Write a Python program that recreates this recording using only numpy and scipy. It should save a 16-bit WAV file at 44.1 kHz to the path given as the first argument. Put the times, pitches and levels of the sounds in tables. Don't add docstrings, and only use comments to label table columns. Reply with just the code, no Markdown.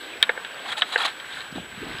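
import sys
import numpy as np
from scipy import signal
from scipy.fft import rfft, irfft
from scipy.io import wavfile
from scipy.ndimage import uniform_filter1d

SR = 44100
rng = np.random.default_rng(int(sys.argv[2]) if len(sys.argv) > 2 else 0)


def gain_from_db(level_db):
    decades = np.asarray(level_db, float) / 20
    return 10 ** decades


def bounce(signal):
    frames = np.transpose(np.atleast_2d(signal))
    limited = np.clip(frames, -1, 1)
    pcm = np.round(limited * 32767).astype(np.int16)
    wavfile.write(sys.argv[1], SR, pcm)


N = 88200
T = np.arange(N) / SR


def level(x, db):
    return x * gain_from_db(db) / np.sqrt(np.mean(x ** 2))


def curve(rows):
    return np.interp(T, *np.array(rows).T[:2])


def highpass(x, hz):
    return signal.sosfilt(signal.butter(2, hz, "high", fs=SR, output="sos"), x)


def colour(x, points):
    hz, db = np.array(points).T
    f = np.maximum(np.fft.rfftfreq(2048, 1 / SR), 1)
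    cepstrum = irfft(np.log(gain_from_db(np.interp(np.log(f), np.log(hz), db))))
    cepstrum[1:1024] *= 2
    cepstrum[1025:] = 0
    return signal.fftconvolve(x, irfft(np.exp(rfft(cepstrum))))[:len(x)]


def rings(x, peaks):
    out = 0
    for k, (hz, width, db) in enumerate(peaks):
        out = out + (-1) ** k * gain_from_db(db) * signal.lfilter(*signal.iirpeak(hz, hz / width, SR), x)
    return out


def walk(rate):
    hold = int(SR / rate)
    steps = np.repeat(rng.standard_normal(N // hold + 1), hold)
    return 1.3 * uniform_filter1d(uniform_filter1d(steps, hold), hold)[:N]


def bands(points, flicker_db, rate, swell_db):
    noise = rfft(colour(rng.standard_normal(N), points))
    swell = walk(rate / 3)
    half_octave = np.log2(np.maximum(np.fft.rfftfreq(N, 1 / SR), 1)) * 2
    out = 0
    for k in range(8, 29):
        window = np.cos(np.pi / 2 * np.clip(half_octave - k, -1, 1)) ** 2
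        out = out + irfft(noise * window, N) * gain_from_db(flicker_db * walk(rate) + swell_db * swell)
    return level(out, 0)


def grains(per_s, spread_db):
    clicks = (rng.random(N) < per_s / SR) * rng.standard_normal(N)
    return clicks * gain_from_db(spread_db * rng.exponential(size=N))


def wavelets(rows, sag_per_s):
    out = 0
    for (s, db, hz, width), phase in zip(rows, rng.random(len(rows))):
        t = T - s
        turns = hz * t * (1 - sag_per_s * np.clip(t, -.02, .02)) + phase
        out = out + gain_from_db(db) * np.exp(-.5 * (t / width) ** 2) * np.sin(2 * np.pi * turns)
    return out


# [f/Hz, level/dB]
RATTLE = [(200, -45), (500, -7), (1000, -9.5), (1600, 0), (3900, -7.5), (4600, -20.5), (6000, -33.5),
          (10000, -46.5)]


def rattle(x):
    return colour(x, RATTLE)


# [f/Hz, level/dB per Hz]
HISS = [(3000, -19), (5500, -2), (7000, -3.5), (10500, -5.5), (12500, -5.5), (15300, -8.5)]


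def hiss():
    return level(colour(rng.standard_normal(N), HISS), -59.5)


WHINE_HZ, SLIP_TURNS = 7897.1, .53
FLIPS_PER_S, FIRST_FLIP_S, FLIP_S = 59.94, .0023, 0.0013


def whine():
    field = (T - FIRST_FLIP_S) * FLIPS_PER_S
    flip = np.clip((field % 1) / (FLIP_S * FLIPS_PER_S), 0, 1)
    slip = np.floor(field) + flip - field
    return level(np.sin(2 * np.pi * (WHINE_HZ * T + SLIP_TURNS * slip)), -53.5)


# [f/Hz, level/dB per Hz]
WIND = [(25, -21), (70, -4.5), (120, -4.5), (300, -6), (500, -11), (900, -20), (1500, -47)]
# [t/s, level/dB]
WIND_DB = [(1.3, -53), (1.38, -52), (1.48, -58), (1.57, -39), (1.67, -53), (1.78, -48), (1.83, -41),
           (1.9, -39.5), (1.94, -45.5), (2.0, -46)]
# [t/s, peak level/dB, f/Hz, length/s]
PUFFS = [(.205, -53, 76, 0.011), (1.38, -55, 155, 0.0072), (1.528, -31, 220, 0.0023),
         (1.56, -26.5, 290, 0.0023), (1.577, -26.5, 294, 0.002), (1.585, -32, 169, 0.0047),
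         (1.602, -33, 180, 0.0038), (1.73, -56, 98.8, 0.028), (1.78, -34, 194, 0.0029),
         (1.821, -30, 287, 0.003), (1.832, -28.5, 403, .003), (1.869, -30, 225, 0.0027),
         (1.895, -37, 456, 0.0018), (1.906, -35, 308, 0.0019), (1.842, -33, 300, 0.0027),
         (1.948, -34.5, 128, 0.0028)]


def wind():
    fade_in = np.clip((T - 1.2) / 0.28, 0, 1)
    rumble = bands(WIND, 2.3, 45.0, 1.2) * gain_from_db(curve(WIND_DB)) * fade_in
    return rumble + wavelets(PUFFS, 4.7)


# [f/Hz, level/dB per Hz]
WASH = [(25, -29.5), (190, -12.5), (450, -6), (1500, -6.5), (2600, -7.5), (3900, -9.5), (4700, -23),
        (6000, -36)]
# [t/s, level/dB]
WASH_DB = [(0.0, -40.5), (0.68, -39), (0.89, -41.5), (1.03, -38.5), (1.69, -41.5), (2.0, -38)]
# [t/s, level/dB over the wash]
SPRAY_DB = [(0.0, -19), (1.2, -21), (1.6, -19.5), (2.0, -14)]
# [f/Hz, width/Hz, level/dB]
HOUSING = [(663, 56, -4.5), (1574, 104, 4.5), (2236, 130, -4.5), (3150, 420, -2.5)]


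def wash():
    water = bands(WASH, 2.2, 13.4, 0.97)
    drops = level(rings(rattle(grains(2500, 1.5)), HOUSING), -4.5)
    spray = colour(rng.standard_normal(N), [(3000, -35), (4000, 1.5), (5300, -7), (6200, -21)])
    spray = level(spray * gain_from_db(6.0 * walk(120)), 0) * gain_from_db(curve(SPRAY_DB))
    return gain_from_db(curve(WASH_DB)) * (water + spray + drops)


# [t/s, peak level/dB, f/Hz, length/s]
FLECKS = [(.2932, -10, 2050, 0.00067), (.296, -11, 1640, 0.0011), (.4485, -27, 3000, .0004),
          (.694, -28, 1390, 0.00069), (.7195, -24, 3300, .0007), (.7265, -24, 3360, 0.00092),
          (.734, -35, 3900, 0.0018), (.757, -30, 1400, .002), (.774, -25, 2760, .0005),
          (.779, -31, 3300, .0006), (.799, -24, 2700, 0.00093), (.923, -31, 3940, .0015),
          (.989, -25, 3900, .001), (1.036, -21, 3420, .0012), (1.0485, -25, 3800, .0005),
          (1.0645, -20.5, 4130, .0006), (1.072, -26, 1700, 0.00068), (1.082, -32, 3600, 0.00084),
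          (1.102, -32, 3900, 0.00071), (1.117, -39, 4390, .0005), (1.124, -34, 1600, 0.0009),
          (1.326, -32, 3600, 0.0017), (1.341, -32, 3900, .0012), (1.345, -29, 1800, .001),
          (1.356, -33, 3500, .001), (1.362, -32, 1700, 0.00085), (1.373, -28, 1600, 0.0011),
          (1.383, -35, 1550, 0.0013), (1.39, -30, 3680, .001), (1.4, -31, 1550, 0.0024),
          (1.413, -34, 1570, .002), (1.852, -44, 5100, .0006), (1.914, -28.5, 2050, 0.00092),
          (1.932, -33, 3720, .001), (1.934, -44, 5370, .0007), (1.95, -41, 3300, 0.00055),
          (1.97, -29, 2600, .0004), (1.9865, -27, 3600, 0.00032), (1.987, -35, 4900, 0.00064)]
# [t/s, peak level/dB, f/Hz, length/s]
GRIPS = [(.8235, -13, 3140, .0006), (0.66, -28, 3100, .0008), (1.051, -24, 790, .0015),
         (1.066, -24, 770, .0015), (1.041, -21.5, 2300, 0.0013), (1.003, -23, 2430, .0012),
         (1, -33, 1700, .001), (.986, -25, 860, .002), (.724, -29, 4000, 0.0014), (1.554, -32, 3500, .0006),
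         (1.562, -29, 3800, 0.00065), (.978, -23, 4200, 0.00033), (.368, -31, 1800, 0.00093),
         (0.57, -33, 1900, .0007)]


def crackle():
    return wavelets(FLECKS, 3.5) + wavelets(GRIPS, 3.5)


TAP_CONTACT_S, KNOCK_CONTACT_S = 0.000501, 0.001475
TAP_TAIL_DB, KNOCK_TAIL_DB, TAIL_T60_S = -6.5, -3.5, 0.055


def hits(rows, modes, contact_s, tail_db):
    t = T[:8192]
    out = np.zeros(N + len(t))
    late = t - 2.188 * contact_s
    bell = np.exp(-.5 * (late / contact_s) ** 2)
    rise = np.clip(t / (2.24 * contact_s), 0, 1) ** 2
    for s, db, hz, ring_db in rows:
        blow = bell * np.sin(2 * np.pi * hz * late * (1 - 40 * late))
        ring = 0
        for (f, g, t60), (phase, detune) in zip(modes, rng.random((len(modes), 2))):
            turns = f * (1 + 0.028 * (detune - .5)) * t + phase
            ring = ring + gain_from_db(g) * np.sin(2 * np.pi * turns) * gain_from_db(-60 * t / t60)
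        tail = level(rattle(rng.standard_normal(len(t))), tail_db) * gain_from_db(-60 * t / TAIL_T60_S)
        i = int(s * SR)
        out[i:i + len(t)] += gain_from_db(db) * (blow + gain_from_db(ring_db) * (ring + tail) * rise)
    return out[:N]


# [t/s, peak level/dB, contact f/Hz, ring level/dB]
TAPS = [
    (.2266, 1, 3495, -9),
    (.448, -25, 3300, -4.5),
    (1.199, -33, 3150, 3.5),
    (1.406, -24, 3980, -8.5),
    (1.416, -29, 4060, -10),
]
# [f/Hz, level/dB, t60/s]
TACKLE = [(1452, -15, 0.078), (1808, -8.5, 0.043), (2267, -2, 0.029), (3150, 0, 0.035), (3800, -6.5, 0.044),
          (4320, -7, 0.018), (4860, -26, 0.035), (5730, -25, 0.031), (8100, -53, 0.065), (9700, -46, 0.012)]
# [t/s, peak level/dB, contact f/Hz, ring level/dB]
RAIL_TAPS = [
    (.8115, -19, 3900, -8),
    (.82, -3.5, 3200, -7),
    (.977, -29, 4100, -14),
]
# [f/Hz, level/dB, t60/s]
RAIL = [(708, -17, 0.075), (1281, -15, 0.096), (1480, -13, 0.073), (1761, 1, 0.027), (3320, -10, 0.062),
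        (3200, -23, 0.037), (3800, -4, 0.04), (3830, -13, 0.03), (4530, -37, 0.094), (5103, -51, 0.6)]


def taps():
    tackle = hits(TAPS, TACKLE, TAP_CONTACT_S, TAP_TAIL_DB)
    return tackle + hits(RAIL_TAPS, RAIL, TAP_CONTACT_S, TAP_TAIL_DB)


# [t/s, peak level/dB, contact f/Hz, ring level/dB]
KNOCKS = [
    (.292, -7, 1767, -5.5),
    (.367, -32, 1700, -1.5),
    (.374, -25, 1600, 0),
    (.957, -8.5, 1800, -6),
    (1.243, -27, 1630, -16),
]
# [f/Hz, level/dB, t60/s]
TUB = [(487, 0.5, 0.035), (706, -16.5, 0.11), (885, -4, 0.036), (1180, -11.5, 0.047), (1560, 6.5, 0.032),
       (1813, -7, 0.079), (2156, 10.5, 0.014), (2850, -7, 0.022), (3600, -18, 0.023)]


def knocks():
    dull = signal.butter(1, 2500, fs=SR, output="sos")
    return signal.sosfilt(dull, hits(KNOCKS, TUB, KNOCK_CONTACT_S, KNOCK_TAIL_DB))


# [t/s, peak level/dB, f/Hz, length/s]
CATCHES = [(.138, -33, 2400, 0.0022), (.238, -16, 3670, 0.0014), (.2945, -23, 3600, 0.00056),
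           (.45, -24.5, 1660, 0.00081), (.545, -39.5, 4530, 0.0013), (.595, -31.5, 3240, .001),
           (.663, -27.5, 1040, 0.0013), (.69, -30, 3200, 0.0013), (.709, -29, 3300, 0.0038),
           (.719, -30.5, 1800, 0.0046), (.783, -29.5, 840, 0.0055), (.787, -32, 1800, 0.0056),
           (.942, -28, 3900, 0.0059), (1.008, -19, 1350, 0.0018), (1.017, -20, 3290, 0.0022),
           (1.054, -20, 1156, 0.0023), (1.061, -24.5, 3770, 0.0013), (1.583, -25, 666, 0.00089),
           (.961, -16, 2820, 0.00093)]


def catches():
    return wavelets(CATCHES, 1.7)


# [start t/s, peak t/s, end t/s, level/dB, brightness level/dB]
SLIDES = [(.39, 0.455, 0.45, -40.5, -1), (0.546, 0.59, 0.64, -49, 2), (0.652, .665, 0.79, -38, 2),
          (0.675, .695, 0.74, -34.5, 2), (.713, 0.729, 0.748, -26.5, -1), (0.765, 0.783, 0.83, -29.5, 6),
          (0.82, 0.91, 1.1, -37, 4), (0.922, 0.932, 0.975, -30, 3.5), (0.975, 0.982, 1.007, -25.5, -0.5),
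          (0.986, 1.02, 1.091, -23, 0.5), (1.045, 1.058, 1.074, -21.5, 6), (1.066, 1.081, 1.13, -28.5, -3),
          (1.235, 1.38, 1.54, -39, 4), (1.547, 1.559, 1.65, -40, 0)]
# [f/Hz, level/dB per Hz]
BOX = [(230, -25.5), (750, -2), (1700, -1), (2600, -4.5), (3900, -3), (5600, -27.5), (7200, -21.5),
       (10000, -25), (12500, -39.5)]
# [f/Hz, width/Hz, level/dB]
BOX_RINGS = [(790, 96, 1.5), (1350, 91, 8.5), (1800, 42, 8), (2400, 170, -27), (3300, 200, 3),
             (3900, 260, 9.5), (7200, 500, -2)]


def slides():
    sticks = grains(9000, 1.5)
    scrape = level(colour(sticks, BOX), -9.5) + bands(BOX, 2.8, 150, 0.61)
    body = scrape + level(rings(rattle(sticks), BOX_RINGS), -3)
    body = level(highpass(body, 200), 0)
    treble = highpass(body, 2600)
    out = 0
    for start, peak, end, db, bright_db in SLIDES:
        bend = np.where(T < peak, .8, 1.6)
        swell = np.interp(T, [start, peak, end], [0, 1, 0]) ** bend
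        out = out + swell * gain_from_db(db) * (body + (gain_from_db(bright_db) - 1) * treble)
    return out


def scene():
    blows = highpass(taps() + knocks(), 280)
    return (wind() + wash() + crackle() + blows + catches() + slides())[None]


def roll_off(x):
    return signal.sosfilt(signal.butter(12, 15930, fs=SR, output="sos"), x)


def record(dry):
    overload = .97
    mix = np.clip(dry + hiss() + whine(), -overload, overload)
    top_cut = signal.ellip(10, .2, 60, 15350, fs=SR, output="sos")
    mix = signal.sosfilt(top_cut, mix)
    return roll_off(mix)


dry = scene()
out = record(dry)
bounce(out)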